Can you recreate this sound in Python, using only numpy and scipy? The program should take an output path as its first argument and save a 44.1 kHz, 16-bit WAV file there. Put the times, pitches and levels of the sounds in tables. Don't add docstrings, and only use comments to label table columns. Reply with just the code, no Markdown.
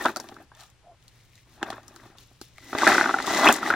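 import sys
import numpy as np
from scipy import signal
from scipy.fft import rfft, irfft
from scipy.io import wavfile
from scipy.ndimage import uniform_filter1d

SR = 44100
rng = np.random.default_rng(int(sys.argv[2]) if len(sys.argv) > 2 else 0)


def amplitude_ratio(level_db):
    exponent = np.asarray(level_db, float) / 20
    return 10 ** exponent


def store_pcm(level_fs):
    pcm = np.round(np.clip(level_fs, -1, 1) * 32767).astype(np.int16)
    wavfile.write(sys.argv[1], SR, np.atleast_2d(pcm).T)


N = 165375
TIME = np.arange(N) / SR

# frequency in Hz, level in dB per Hz.
YARD_COLOUR = [(20, -17.5), (60, -9.5), (130, -17), (250, -26.5), (600, -29.5), (3000, -32.5), (10000, -43),
               (16000, -58.5)]
# frequency in Hz, shared part from 0 to 1.
YARD_COHERENCE = [(100, .7), (1000, .8), (4000, .3)]
YARD_DB = -60.5
HUM_HZ, HUM_WIDTH_HZ, HUM_DB = 116.4, 8, -61.5
HUM_RISE_S, HUM_RISE_DB = 1.15, 5

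# time in seconds, level in dB.
PUSHES = [
    [(0, -33), (.04, -36), (.1, -37), (.135, -52), (.26, -54.5), (.42, -55), (.46, -69)],
    [(.53, -63), (.6, -54), (.66, -60), (.7, -67)],
    [(1.46, -72), (1.6, -56), (1.63, -42), (1.74, -44), (1.82, -59.5), (2.07, -55.5), (2.22, -64.5),
     (2.27, -89)],
    [(2.55, -77), (2.72, -49.5), (2.74, -43), (2.8, -31.5), (2.89, -19), (3.02, -27.5), (3.1, -30.5),
     (3.13, -40.5), (3.25, -33.5)],
    [(3.25, -39), (3.29, -27.5), (3.43, -26.5), (3.475, -15.5), (3.51, -26.5), (3.6, -36.5), (3.67, -31),
     (3.75, -31.5)],
]
BOOM_DB = [-13.5, -30.5, -17.5, -12.5, -13]
BOOM_FOLLOW = 0.75
BUMPS_PER_S, BUMP_SPREAD_DB, SPOT_SPREAD_DB = 1300, 5.5, 3.5

# time in seconds, level in dB.
STROKES = [
    [(0, -45.5), (.055, -44), (.11, -49), (.14, -63.5), (.21, -58), (.45, -70)],
    [(.54, -76), (.61, -53.5), (.67, -62), (.72, -73)],
    [(1, -76.5), (1.2, -65.5), (1.29, -71.5), (1.38, -62), (1.46, -72), (1.54, -61.5), (1.6, -69),
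     (1.7, -56), (1.81, -69), (2.07, -62), (2.15, -81)],
    [(2.17, -59.5), (2.235, -57.5), (2.25, -65), (2.4, -70), (2.42, -53), (2.52, -67.5), (2.72, -50),
     (2.78, -44.5)],
    [(2.78, -37), (2.89, -28), (3.02, -35), (3.04, -39.5), (3.16, -43.5), (3.26, -40.5)],
    [(3.26, -36.5), (3.37, -31), (3.48, -30.5), (3.55, -37), (3.61, -46.5), (3.68, -36.5), (3.75, -50)],
]
DUST_DB = [-4, -9, -4.5, -7.5, -23, -12.5]
# frequency in Hz, level in dB per Hz.
GRIT_COLOUR = [(1500, -19), (2400, -10.5), (3900, -5), (4800, -11.5), (5500, -7), (6200, -9.5), (7000, -10),
               (8200, -17), (16000, -28.5)]
GRAINS_PER_S, GRAIN_SPREAD_DB = 3700, 3.5
HUB_HZ, HUB_WIDTH_HZ, HUB_DB, HUB_FROM_S = 1990, 43, -3, 2.55
WIDE_HUB_HZ, WIDE_HUB_DB = 2090, -7

# start in
# seconds, peak in dB, boom in dB, ring in Hz, rattle share.
KNOCKS = [(0.015, -31, -21, 1080, 0.33), (0.052, -11.5, -21, 1090, 0.77), (0.057, -12.5, -9, 900, 0.66),
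          (0.063, -8, -34, 1310, 0.22), (0.084, -24.5, -12, 1410, 0.45), (0.093, -24, -4.5, 1390, 0.54),
          (0.161, -23.5, -26, 1310, 0.8), (0.169, -24, -10, 720, 0.49), (0.198, -31.5, -4, 802, 0.88),
          (0.242, -36, -12, 684, 0.4), (0.322, -42.5, 3.5, 1210, 1), (0.366, -35.5, -22, 1220, 0.17),
          (0.401, -40.5, -10, 674, 0.7), (0.517, -39.5, -17, 960, 0.32), (1.614, -33.5, -22, 1070, 0.35),
          (1.619, -32.5, -5, 1200, 0.55), (1.6287, -15, -8.5, 1580, 0.022), (1.7024, -22.5, -10, 696, 0.12),
          (1.721, -32, -10, 1110, 0.62), (1.728, -31, -5, 1300, 0.34), (1.781, -33.5, -25, 1170, 0.13),
          (1.962, -38, -25, 1290, .2), (2.055, -42.5, -7, 700, 0.65), (2.313, -52, 0.5, 614, 0.57),
          (2.414, -34, -1, 1243, 0.024), (2.582, -35, -33, 2150, 0.11), (2.73, -18.5, -7.5, 1290, 0.29),
          (2.75, -16.5, -4.5, 1135, 0.44)]
# start in seconds, peak in dB, wheel ring in Hz.
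JOLTS = [(2.786, -16.5, 1990), (2.819, -11.5, 1480), (2.833, -7.5, 900), (2.846, -19, 1990),
         (2.868, -2.5, 1470), (2.873, -4, 1440), (2.877, -4, 1680), (2.891, -13, 1370), (2.9, -9, 1020),
         (2.919, -7.5, 1490), (2.93, -15, 1180), (2.948, -10, 1470), (2.981, -7.5, 1500),
         (2.998, -16, 1530), (3.011, -6.5, 1500), (3.041, -12.5, 1460), (3.058, -11, 1480),
         (3.084, -22, 1420), (3.093, -10, 1290), (3.109, -18.5, 1360), (3.141, -8.5, 1430),
         (3.187, -15, 1460), (3.201, -15, 1190), (3.279, -15.5, 870), (3.306, -17.5, 830),
         (3.363, -18.5, 810), (3.375, -19, 800), (3.396, -21, 840), (3.629, -15, 1350),
         (3.662, -17.5, 1940), (3.675, -20, 800), (3.703, -8, 1390), (3.71, -15, 1560), (3.726, -18, 1390),
         (3.738, -11, 1590)]
# start in seconds, peak in dB, wheel ring in Hz.
SKID = [(3.435, -10.5, 900), (3.444, -10, 1264), (3.445, -15.5, 3370), (3.458, -4.5, 948),
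        (3.461, -8.5, 810), (3.468, -2.5, 1984), (3.474, -2, 2600), (3.487, -7.5, 3230), (3.487, -6, 1004),
        (3.491, -3, 1210), (3.496, -4, 766), (3.504, -13, 2600), (3.509, -13.5, 1453)]
JOLT_BOOM_DB, JOLT_RATTLE, JOLT_SHELL_DB, KNOCK_SHELL_DB = -16, 0.3, -7.5, -5
THUD_HZ, THUD_DB, RATTLE_S, WHEEL_WIDTH_HZ = 144.3, -16.5, 0.009, 200
# frequency in Hz, width in Hz, level in dB.
SHELL_MODES = [(653.6, 88, 6), (810, 71, 10), (964, 200, 4), (1210, 87, 7.5), (1373, 134, 2),
               (1590, 110, 3.5), (1800, 196, 0), (2600, 140, -6.5), (3564, 350, -10)]
CAVITY_HZ = (258.5, 329.2)
CAVITY_WIDTH_HZ = 87

# start in seconds, peak in dB, centre in Hz.
TICKS = [(0.0443, -25.5, 3410), (0.0571, -17.5, 3200), (0.161, -18.5, 4450), (0.169, -17.5, 4750),
         (0.2004, -21.5, 4640), (0.288, -30, 2930), (0.3426, -40, 3670), (0.5506, -38.5, 3280),
         (0.5671, -45, 9100), (0.599, -36, 4180), (0.607, -35, 3950), (0.6355, -36, 3580),
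         (0.7012, -43.5, 6300), (1.026, -46.5, 3170), (1.0804, -37, 4170), (1.333, -47.5, 2050),
         (1.3548, -39.5, 4020), (1.378, -44, 1870), (1.6288, -20.5, 2700), (1.703, -23, 3580),
         (1.73, -34, 3020), (1.8312, -43, 3500), (1.8808, -31.5, 5300), (1.9613, -31.5, 4500),
         (2.184, -37, 3440), (2.414, -28.5, 4490), (2.582, -37.5, 3500), (2.6437, -39, 7000),
         (2.7056, -40, 3690)]
# start in seconds, peak in dB, centre in Hz.
SNAPS = [(2.785, -15.5, 3600), (2.875, -9, 4060), (2.889, -13, 6060), (3.0204, -38, 3330),
         (3.2254, -22.5, 3900), (3.2439, -39, 4290), (3.2678, -19, 3850), (3.3207, -23, 4320),
         (3.4554, -14.5, 7500), (3.479, -25, 5990), (3.4863, -11, 5520), (3.526, -4, 6790),
         (3.54, -13.5, 6840), (3.5631, -16.5, 6060), (3.7028, -21, 3700)]
TICK_S = 0.001

# time in seconds, level in dB, pitch in Hz.
SQUEAK = [
    (0.83, -73, 639),
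    (.85, -61, 663),
    (.872, -52, 709),
    (.918, -53, 683),
    (0.953, -71, 670),
]

# frequency in Hz, shared part from 0 to 1.
COHERENCE = [(700, .97), (2500, .8), (6000, .45), (12000, .4)]
# frequency in Hz, left minus right in dB.
BALANCE = [(300, 1), (1000, 1.5), (2200, 4), (5000, 5), (9000, 3.5), (14000, 0.5)]
# frequency in Hz, left's lead in radians.
PHASE = [(3500, 0), (6500, -1.5), (12000, -2.2)]
EDGE_HZ = 15900


def evened(x):
    return x / np.sqrt(np.mean(x ** 2) + 1e-20)


def read(points, hz):
    f, value = np.transpose(points)
    return np.interp(np.log(hz + 1), np.log(f + 1), value)


def coloured(x, spectrum):
    gain = amplitude_ratio(read(spectrum, np.fft.rfftfreq(N, 1 / SR)))
    return evened(irfft(rfft(x) * gain, N))


def add(mix, s, sound):
    part = mix[..., round(s * SR):][..., :sound.shape[-1]]
    part += sound[..., :part.shape[-1]]


def resonate(x, hz, width):
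    r = np.exp(-np.pi * width / SR)
    return 2 * signal.lfilter([1 - r], [1, -r * np.exp(2j * np.pi * hz / SR)], x).real


def resonate_twice(x, hz, first_width, second_width):
    return resonate(resonate(x, hz, first_width), hz, second_width)


def envelope(s, db):
    return amplitude_ratio(np.interp(TIME, s, db, left=-150, right=-150))


def level(curves):
    return sum(envelope(*np.transpose(c)) for c in curves)


def clicks(per_s, spread_db):
    size = amplitude_ratio(spread_db * np.minimum(rng.exponential(1, N), 4)) * rng.choice([-1., 1.], N)
    return size * (rng.random(N) < per_s / SR)


def drift(size):
    smooth = uniform_filter1d(rng.standard_normal(N), size)
    return evened(uniform_filter1d(smooth, size))


def decaying_noise(length, decay_s):
    return rng.standard_normal(length) * amplitude_ratio(-60 * np.arange(length) / SR / decay_s)


def ports(x, other, same=COHERENCE):
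    hz = np.fft.rfftfreq(N, 1 / SR)
    c = np.clip(read(same, hz), 0, 1)
    half = amplitude_ratio(read(BALANCE, hz) / 2) * np.exp(0.5j * read(PHASE, hz))
    a, b = rfft(x), rfft(other)
    left = a * half
    right = (c * a + np.sqrt(1 - c ** 2) * b) / half
    return irfft(np.array([left, right]), N)


def shell(forces):
    ring = 0
    for k, (force, (hz, width, db)) in enumerate(zip(forces, SHELL_MODES)):
        ring = ring + (-1) ** k * amplitude_ratio(db) * resonate(force, hz, width)
    band = signal.butter(3, [400, 4200], "bandpass", fs=SR, output="sos")
    return signal.sosfilt(band, ring)


def cavity(force):
    return sum(resonate_twice(force, hz, 2 * CAVITY_WIDTH_HZ, CAVITY_WIDTH_HZ) for hz in CAVITY_HZ)


def yard():
    pair = [coloured(rng.standard_normal(N), YARD_COLOUR) for _ in range(2)]
    hum = evened(resonate(rng.standard_normal(N), HUM_HZ, HUM_WIDTH_HZ))
    before_rise = np.clip((HUM_RISE_S - TIME) / 0.11, 0, 1)
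    hum = hum * amplitude_ratio(drift(size=2500) - HUM_RISE_DB * before_rise)
    return amplitude_ratio(YARD_DB + 0.77 * drift(size=4000)) * ports(*pair, YARD_COHERENCE) + amplitude_ratio(HUM_DB) * hum


def rolling():
    load = level(PUSHES) * amplitude_ratio(1.4 * drift(size=250))
    boom = sum(amplitude_ratio(db) * level([push]) ** BOOM_FOLLOW for db, push in zip(BOOM_DB, PUSHES))
    bumps = clicks(BUMPS_PER_S, BUMP_SPREAD_DB) + 0.48 * rng.standard_normal(N)
    forces = [bumps * amplitude_ratio(SPOT_SPREAD_DB * drift(size=400)) for _ in SHELL_MODES]
    near = evened(shell(forces)) * load + evened(cavity(bumps)) * boom
    unrelated = evened(shell([rng.standard_normal(N)] * len(SHELL_MODES))) * load
    return ports(near, unrelated)


def scraping():
    tail = decaying_noise(300, 0.0026)
    load = level(STROKES) * amplitude_ratio(2.2 * drift(size=70))
    grains = []
    for _ in range(2):
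        crunch = signal.oaconvolve(clicks(GRAINS_PER_S, GRAIN_SPREAD_DB), tail)[:N]
        grains.append(crunch + 5.8 * rng.standard_normal(N))
    hub = amplitude_ratio(HUB_DB) * evened(resonate(grains[0], HUB_HZ, HUB_WIDTH_HZ)) * (TIME > HUB_FROM_S)
    wide_hub = amplitude_ratio(WIDE_HUB_DB) * evened(resonate_twice(grains[1], WIDE_HUB_HZ, 720, 700))
    body = hub + wide_hub * (TIME > 1) * (TIME < 1.5)
    return ports(*[(coloured(g, GRIT_COLOUR) + body) * load for g in grains])


def dust():
    load = sum(amplitude_ratio(db) * level([stroke]) for db, stroke in zip(DUST_DB, STROKES))
    load = load * amplitude_ratio(4.8 * drift(size=150))
    high = signal.butter(3, 8000, "highpass", fs=SR, output="sos")
    return ports(*evened(signal.sosfilt(high, rng.standard_normal((2, N)))) * load)


def blow(chance, db, boom_db, ring_hz, rattle, shell_db):
    t = np.arange(len(chance)) / SR
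    force = chance * np.exp(-(t / RATTLE_S) ** 2) * rattle + (t < 0.0002)
    shares = amplitude_ratio(7.5 * chance[-len(SHELL_MODES):])
    parts = [(shell_db, shell([force * share for share in shares])),
             (boom_db, cavity(force)),
             (boom_db + THUD_DB, resonate_twice(force, THUD_HZ, 110, 110)),
             (-3, resonate_twice(force, ring_hz, 900, WHEEL_WIDTH_HZ))]
    return sum(amplitude_ratio(db + part_db) * part / abs(part).max() for part_db, part in parts)


def blows():
    rows = [(*row, KNOCK_SHELL_DB) for row in KNOCKS]
    for s, db, hz in list(JOLTS) + list(SKID):
        rows.append((s, db, JOLT_BOOM_DB, hz, JOLT_RATTLE, JOLT_SHELL_DB))
    out = np.zeros((2, N))
    for (s, *settings), chance in zip(rows, rng.standard_normal((len(rows), 2, 2000))):
        add(out, s, np.array([blow(c, *settings) for c in chance]))
    return ports(*out)


def ticks():
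    out, t = np.zeros((2, N)), np.arange(900) / SR
    rows = list(TICKS) + list(SNAPS)
    for (s, db, hz), chance in zip(rows, rng.standard_normal((len(rows), 2, 900))):
        puff = chance * (np.exp(-t / TICK_S) + 0.22 * np.exp(-t / 0.0095))
        centre = np.array([resonate_twice(p, hz, hz, 0.26 * hz) for p in puff])
        octave = np.array([resonate_twice(p, 2 * hz, 2 * hz, 2 * hz) for p in puff])
        snap = centre - 0.21 * octave
        add(out, s, amplitude_ratio(db) * snap / abs(snap).max())
    return ports(*out)


def squeak():
    s, db, hz = np.transpose(SQUEAK)
    pitch = np.interp(TIME, s, hz) * (1 + 0.036 * drift(size=120))
    tone = np.sqrt(2) * np.sin(2 * np.pi * np.cumsum(pitch) / SR) * amplitude_ratio(1.9 * drift(size=200))
    rub = evened(resonate(resonate(clicks(630, 2.1), 500, 970), 650, 460))
    rub = rub * (TIME > s[0]) * (TIME < s[-1])
    return envelope(s, db) * tone + amplitude_ratio(-64) * rub


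def scene():
    toy = rolling() + scraping() + dust() + blows() + ticks()
    tail = decaying_noise(6000, 0.095)
    tail = tail / np.linalg.norm(tail)
    back = amplitude_ratio(-15) * signal.fftconvolve(toy, tail[None], axes=1)[:, :N]
    return toy + back + yard() + squeak()


def low_pass(x):
    return signal.sosfilt(signal.butter(12, 16970, fs=SR, output="sos"), x)


def record(dry):
    cut = signal.oaconvolve(dry, signal.firwin(255, EDGE_HZ, fs=SR)[None], "same")
    soft = cut / (1 + abs(cut) ** 4) ** 0.25
    return low_pass(soft)


dry = scene()
out = record(dry)
store_pcm(out)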